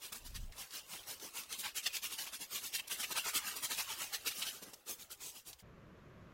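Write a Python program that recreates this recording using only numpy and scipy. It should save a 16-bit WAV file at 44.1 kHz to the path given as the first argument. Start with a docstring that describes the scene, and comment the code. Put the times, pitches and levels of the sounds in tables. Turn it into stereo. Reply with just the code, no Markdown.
"""At the foot of a tree, a rake is worked through dry leaves and bark in quick, rough strokes. Stick-slip
friction makes the pull jerky: each stroke crumples leaves, rasps over bark and scuffs the soil, and tiny
fractures set the scraps ringing. Now and then a twig snaps, and early on a gust buffets the microphone. At the
end the scene changes abruptly to a low street rumble."""
import sys
import numpy as np
from scipy import signal
from scipy.fft import rfft, irfft, next_fast_len
from scipy.io import wavfile
from scipy.ndimage import map_coordinates

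SR = 44100
rng = np.random.default_rng(int(sys.argv[2]) if len(sys.argv) > 2 else 0)


def output_pcm(signal):
    """Save a mono or channel-first signal as 16-bit PCM at the path in sys.argv[1].

    Samples are clipped to [-1, 1] before scaling.
    """
    pcm = np.clip(np.atleast_2d(signal).T, -1, 1) * 32767
    wavfile.write(sys.argv[1], SR, np.round(pcm).astype(np.int16))


N = 279153
TIME = np.arange(N) / SR
FREQS = np.maximum(np.fft.rfftfreq(next_fast_len(N), 1 / SR), 1)
RAKING_ENDS_S = 5.623


def from_db(db):
    """Amplitude ratio of a level in decibels."""
    return 10 ** (np.asarray(db) / 20)


def rms_one(x):
    """Normalisation to unit rms."""
    return x / np.sqrt(np.mean(x ** 2) + 1e-20)


def at_hz(points, hz):
    """Interpolation of a table on a logarithmic frequency axis."""
    known_hz, values = np.transpose(points)
    return np.interp(np.log(hz), np.log(known_hz), values)


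def filtered(x, gain):
    """Linear filtering: one gain per frequency."""
    size = next_fast_len(N)
    return irfft(rfft(x, size) * gain, size)[..., :N]


def coloured(x, spectrum):
    """Spectral shaping by a table of relative levels; unit rms."""
    return rms_one(filtered(x, from_db(at_hz(spectrum, FREQS))))


def drift(per_s, when=TIME):
    """Random modulation of unit variance, with per_s new values a second."""
    knots = rng.standard_normal(4096)
    return np.interp(when * per_s, np.arange(len(knots)), knots) * np.sqrt(3 / 2)


def resonate(x, hz, width_hz):
    """Damped resonance: two poles, unit gain at the peak."""
    r = np.exp(-np.pi * width_hz / SR)
    gain = (1 - r * r) / 2
    feedback = [1, -2 * r * np.cos(2 * np.pi * hz / SR), r * r]
    return signal.lfilter([gain, 0, -gain], feedback, x + 1e-18)


def widened(x, patch_hz=340, per_s=14, radians=1.62):
    """Stereo widening: each ear's phase wanders over frequency and time, sounding diffuse; unit rms."""
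    frames = dict(nperseg=2048, noverlap=1536)
    hz, s, spectra = signal.stft(x, SR, **frames)
    grid = np.meshgrid(hz / patch_hz, s * per_s, indexing="ij")
    phase = radians * map_coordinates(rng.standard_normal((256, 256)), grid, order=2, mode="mirror")
    turn = np.exp(1j * phase)
    ears = signal.istft([spectra * turn, spectra * turn.conj()], SR, **frames)[1]
    return rms_one(ears[:, :N])


# Spectrum of the street beyond the trees: f/Hz, relative level/dB
STREET_SPECTRUM = [(25, -16), (60, -8.5), (170, -4.5), (270, -15.5), (380, -13), (600, -15.5), (830, -26),
                   (1100, -19), (2400, -28), (5000, -39.5), (6700, -40.5), (9000, -53.5), (12000, -44.5),
                   (16000, -61)]
# Likeness of the street sound at the two ears: f/Hz, coherence (0-1)
STREET_COHERENCE = [(60, 1), (200, 0.99), (380, 1), (700, 0.45), (1300, 0.72), (2400, 0.39), (4400, 0)]

def street(level_db, swell_db_per_s):
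    """Interaural coherence: slowly swelling traffic rumbles alike in both ears; its hiss is diffuse."""
    coherence = np.clip(at_hz(STREET_COHERENCE, FREQS), -1, 1)
    mid, side = rng.standard_normal((2, N))
    noise = filtered(mid, np.sqrt(1 + coherence)) + filtered(side, np.sqrt(1 - coherence)) * [[1], [-1]]
    swell = from_db(level_db + swell_db_per_s * (TIME - RAKING_ENDS_S))
    return swell * coloured(noise, STREET_SPECTRUM)


# Spectrum of still air among the trees, with the street beyond: f/Hz, relative level/dB
AIR_SPECTRUM = [(25, -3), (70, 4.5), (200, -10), (600, -1.5), (1500, -11), (4000, -23), (9000, -26),
                (16000, -14.5)]

def air(level_db, flicker_db):
    """Ambient noise: a faint, diffuse background whose level flickers."""
    level = from_db(level_db + flicker_db * drift(per_s=23))
    return level * widened(coloured(rng.standard_normal(N), AIR_SPECTRUM))


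# Spectrum of wind on the microphone: f/Hz, relative level/dB
GUST_SPECTRUM = [(15, -15), (30, 4), (40, -12), (52, -9), (70, -6), (100, -17), (200, -21.5), (500, -58),
                 (2000, -72)]

def gust(peak_s, width_s, level_db):
    """Turbulent pressure: a puff of wind buffets the microphone ports, partly both at once."""
    swell = np.exp(-((TIME - peak_s) / width_s) ** 2)
    eddies = rng.standard_normal((2, N)) + rng.standard_normal(N)
    return from_db(level_db) * swell * coloured(eddies, GUST_SPECTRUM)


def fractures(per_s, spread_db):
    """Poisson process: tiny breaks, many weak and a few strong, with equal power at any rate."""
    breaks = rng.random(N) < per_s / SR
    sizes = from_db(spread_db * np.minimum(rng.exponential(1, N), 4))
    signs = rng.choice([-1, 1], N)
    return rms_one(breaks * sizes * signs / np.sqrt(per_s))


def fragments(impulses, low_hz, high_hz, q, patchy_db, count):
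    """Impulse excitation: each break rings one of count scrap sizes, whose balance drifts."""
    onsets = np.flatnonzero(impulses)
    scrap = rng.integers(0, count, N)[onsets]
    ringing = np.zeros(N)
    for k, hz in enumerate(np.geomspace(low_hz, high_hz, count)):
        at = onsets[scrap == k]
        prominence = from_db(patchy_db * np.tanh(drift(14, TIME[at])))
        kicks = np.zeros(N)
        kicks[at] = impulses[at] * prominence / np.sqrt(hz)
        ringing += resonate(kicks, hz, hz / q)
    return rms_one(ringing)


# Spectrum of scuffed soil: f/Hz, relative level/dB
SOIL_SPECTRUM = [(30, -7), (80, -10.5), (150, -6), (240, -1), (380, 1), (600, 0), (1100, -12), (3000, -34),
                 (12000, -59)]

def soil(level):
    """Heavy damping: clods and roots are shoved aside with a dull, hollow scuff."""
    clods = fragments(fractures(2500, spread_db=3.5), 109.2, 1110, q=4.45, patchy_db=3.5, count=18)
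    sliding = from_db(-5) * rng.standard_normal(N)
    return from_db(0.63) * level * widened(coloured(clods + sliding, SOIL_SPECTRUM))


# Spectra of thin and thick bark strips: f/Hz, relative level/dB
THIN_BARK_SPECTRUM = [(1200, -15), (2000, -6.5), (2800, 1), (3900, -2), (6000, -6.5), (12000, -26)]
THICK_BARK_SPECTRUM = [(350, -23), (600, -14.5), (780, -4.5), (1100, 1.5), (1600, 0.5), (2200, -3.5),
                       (4000, -42), (12000, -36)]

def bark(level, spectrum, low_hz, high_hz, gain_db):
    """Stick-slip excitation: the tines rasp over strips of bark, which ring briefly, thick ones lower."""
    per_s = 1200 + 5000 * np.sqrt(level / level.max())
    rasp = fragments(fractures(per_s, spread_db=2.5), low_hz, high_hz, q=25.2, patchy_db=4.5, count=24)
    sliding = from_db(1) * rng.standard_normal(N)
    return from_db(gain_db) * level * widened(coloured(rasp + sliding, spectrum))


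# Spectrum of crumpling leaves: f/Hz, relative level/dB
LEAF_SPECTRUM = [(1000, -27), (2500, -10), (4200, -1.5), (6500, 1.5), (9000, 0.5), (12500, 0),
                 (16000, -2.5)]

def leaves(level):
    """Brittle fracture and friction: leaves crackle, more densely under a harder pull, and hiss."""
    per_s = 1503 + 8000 * np.sqrt(level / level.max())
    crackle = fragments(fractures(per_s, spread_db=2.0), 2288, 15700, q=19, patchy_db=3.5, count=36)
    sliding = from_db(2) * rng.standard_normal(N)
    return from_db(-0.5) * level * widened(coloured(crackle + sliding, LEAF_SPECTRUM))


# Snapping twigs: t/s, peak level/dB
TWIG_SNAPS = [(0.522, -42.5), (0.708, -39), (1.198, -37.5), (1.435, -37.5), (1.611, -37), (1.526, -26.5),
              (1.868, -26), (1.967, -23), (2.032, -32), (2.751, -28), (2.879, -35.5), (4.735, -39),
              (5.53, -37)]

def twigs(decay_s=0.0073):
    """Fracture transient: splintering wood gives a broadband crack that decays exponentially."""
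    snaps = np.zeros((2, N))
    age = np.arange(SR // 20) / SR
    for s, peak_db in TWIG_SNAPS:
        burst = rng.standard_normal((2, len(age))) * np.exp(-age / decay_s)
        crack = resonate(burst, hz=4100, width_hz=3900)
        start = int(s * SR)
        snaps[:, start:start + len(age)] += from_db(peak_db) * crack / np.abs(crack).max()
    return snaps


def pull_power(peak_s, length_s, rise_share=0.48, settle_db=-16, settle_s=0.056):
    """Power envelope of one pull: it builds up, slackens and leaves the litter rustling."""
    near = slice(max(int((peak_s - 0.3) * SR), 0), int((peak_s + 0.6) * SR))
    since = TIME[near] - peak_s
    rising = np.exp(-np.abs(since / (rise_share * length_s)) ** 2.35)
    falling = np.exp(-np.abs(since / ((1 - rise_share) * length_s)) ** 1.41)
    settling = from_db(settle_db) * np.exp(-np.abs(since) / settle_s)
    power = np.zeros(N)
    power[near] = np.where(since < 0, rising, np.maximum(falling, settling)) ** 2
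    return power


def snags(per_s, strength, settle_s):
    """Relaxation: each tine that springs free lifts the pull at once, then it settles; unit rms."""
    releases = (rng.random(N) < per_s / SR) * rng.uniform(0.12, 1, N)
    jerks = signal.lfilter([1], [1, -np.exp(-1 / (settle_s * SR))], releases)
    return rms_one(1 + strength * jerks)


# Light dragging of the tines between strokes: t/s, relative leaf level/dB
TINE_DRAG = [(0, -62.5), (0.43, -59.5), (0.505, -70), (0.57, -56), (0.85, -61.5), (0.93, -52.5),
             (1.17, -61), (1.63, -59), (1.73, -66), (2.2, -58), (2.47, -61.5), (2.62, -53.5), (2.85, -71),
             (2.96, -48), (3.95, -51.5), (4.22, -55), (4.52, -57.5), (4.85, -71.5)]
# Rake strokes: t/s of hardest pull, length/s, relative leaf level/dB, relative bark level/dB
RAKE_STROKES = [(0.051, 0.064, -44.5, -49), (0.130, 0.015, -38.5, -45), (0.163, .046, -45, -52.5),
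                (0.269, 0.042, -48.5, -54.5), (0.363, 0.032, -44.5, -44.5), (0.612, 0.062, -43, -48),
                (0.759, 0.077, -42.5, -45.5), (0.941, 0.095, -44.5, -47.5), (1.109, 0.074, -40.5, -48),
                (1.249, 0.077, -44, -51.5), (1.386, 0.079, -40, -46), (1.533, 0.069, -42.5, -45),
                (1.604, 0.042, -36.5, -54), (1.663, 0.057, -40.5, -37), (1.778, 0.045, -34.5, -39),
                (1.853, 0.051, -42.5, -44.5), (1.958, 0.051, -36.5, -39), (2.05, 0.051, -36.5, -41.5),
                (2.134, 0.075, -42.5, -47), (2.218, 0.07, -39.5, -44), (2.278, 0.035, -44, -46),
                (2.347, 0.045, -40.5, -46.5), (2.424, 0.051, -41, -45.5), (2.552, 0.079, -37, -43),
                (2.658, .07, -40.5, -47.5), (2.755, 0.046, -34.5, -37.5), (2.88, .014, -44.5, -57),
                (2.925, 0.048, -35, -39.5), (3.012, .044, -36.5, -40.5), (3.12, 0.026, -36.5, -38),
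                (3.182, 0.048, -34, -34.5), (3.276, 0.062, -35.5, -38.5), (3.365, 0.048, -31, -32.5),
                (3.485, 0.083, -38.5, -41), (3.571, 0.032, -38, -48.5), (3.646, 0.042, -34, -39),
                (3.724, 0.053, -35.5, -38), (3.802, 0.061, -34.5, -39), (3.913, 0.075, -40.5, -41),
                (4.024, 0.085, -39, -43), (4.146, 0.041, -36.5, -38), (4.279, 0.041, -33, -36),
                (4.318, 0.025, -41.5, -42), (4.401, 0.12, -40, -47.5), (4.482, 0.057, -38.5, -40.5),
                (4.559, .075, -48, -53.5), (4.632, 0.028, -45, -52.5), (4.69, 0.1, -55.5, -58.5),
                (4.74, 0.015, -43.5, -55), (4.908, 0.067, -38.5, -49), (5.018, 0.061, -48, -53.5),
                (5.124, 0.039, -43, -51.5), (5.218, 0.032, -50, -54.5), (5.261, 0.096, -43, -55),
                (5.374, 0.059, -49, -57), (5.487, 0.054, -46, -57), (5.601, 0.025, -56.5, -62)]
# How far the tines dig towards thick bark and soil: t/s, depth (0-1)
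TINE_DEPTH = [(0, 0), (.14, 0.51), (.36, 0.03), (.62, 0.26), (.76, 0.14), (1.24, 0.54), (1.45, 0.23),
              (1.66, .25), (1.87, 0.01), (2.2, 0.16), (2.55, .3), (2.75, 0.01), (2.95, 0.39), (4.3, 0.33),
              (4.45, .18), (4.66, .6), (4.91, 0.51), (5.02, 0.2)]
# A tine catches on a strip of bark and springs off: t/s, relative level/dB
TINE_CATCHES = [(0.529, -56.5), (1.87, -29.5), (2.191, -37.5), (2.798, -38), (3.041, -33.5), (4.427, -35.5)]

def litter_levels(thick_lead_s=0.004, soil_lead_s=0.0057):
    """Incoherent addition: drag, strokes and catches sum in power to give each layer's amplitude."""
    drag_db = np.interp(TIME, *np.transpose(TINE_DRAG))
    leaf, thin, thick, earth = (from_db(drag_db + db) ** 2 for db in (0, -4, -8.5, -17.5))
    for s, length_s, leaf_db, bark_db in RAKE_STROKES:
        depth = np.interp(s, *np.transpose(TINE_DEPTH))
        force_db = leaf_db + 40   # excess over a typical stroke
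        soil_db = -66 + 26.5 * depth + 0.52 * force_db
        pull = pull_power(s, length_s)
        leaf += from_db(leaf_db) ** 2 * pull
        thin += from_db(bark_db) ** 2 * (1 - depth) * pull
        # the tines dig in just before the leaves move
        thick += from_db(bark_db) ** 2 * depth * pull_power(s - thick_lead_s, length_s)
        earth += from_db(soil_db) ** 2 * pull_power(s - soil_lead_s, 0.82 * length_s)
    for s, catch_db in TINE_CATCHES:
        jerk = from_db(catch_db) ** 2 * pull_power(s, length_s=0.022)
        thin += jerk
        leaf += from_db(-4.5) ** 2 * jerk   # a catch also flicks leaves and jolts thick bark
        thick += from_db(-14) ** 2 * jerk
    return np.sqrt([leaf, thin, thick, earth])


def rake():
    """Common modulation: one jerky pull drives leaves, bark and soil together."""
    levels = litter_levels() * snags(per_s=73, strength=0.24, settle_s=0.0082)
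    leaf_level, thin_level, thick_level, soil_level = levels
    thin = bark(thin_level, THIN_BARK_SPECTRUM, low_hz=1719, high_hz=5910, gain_db=0.42)
    thick = bark(thick_level, THICK_BARK_SPECTRUM, low_hz=623, high_hz=2544, gain_db=-1.0)
    return leaves(leaf_level) + thin + thick + soil(soil_level)


def scene(fade_s=0.0064):
    """Superposition: rake, twigs, air and a gust add; at the end the scene changes abruptly to the street."""
    raking = rake() + twigs() + air(level_db=-65, flicker_db=2.0)
    wind = gust(peak_s=0.39, width_s=0.12, level_db=-45)
    traffic = street(level_db=-58.5, swell_db_per_s=2.5)
    ended = np.clip((TIME - RAKING_ENDS_S) / fade_s, 0, 1)
    return (1 - ended) * raking + ended * traffic + wind


def record(dry, cutoff_hz=15900):
    """Band limiting: a steep low-pass filter removes the highest treble."""
    return signal.sosfilt(signal.ellip(12, 0.1, 70, cutoff_hz, fs=SR, output="sos"), dry)


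dry = scene()
out = record(dry)
output_pcm(out)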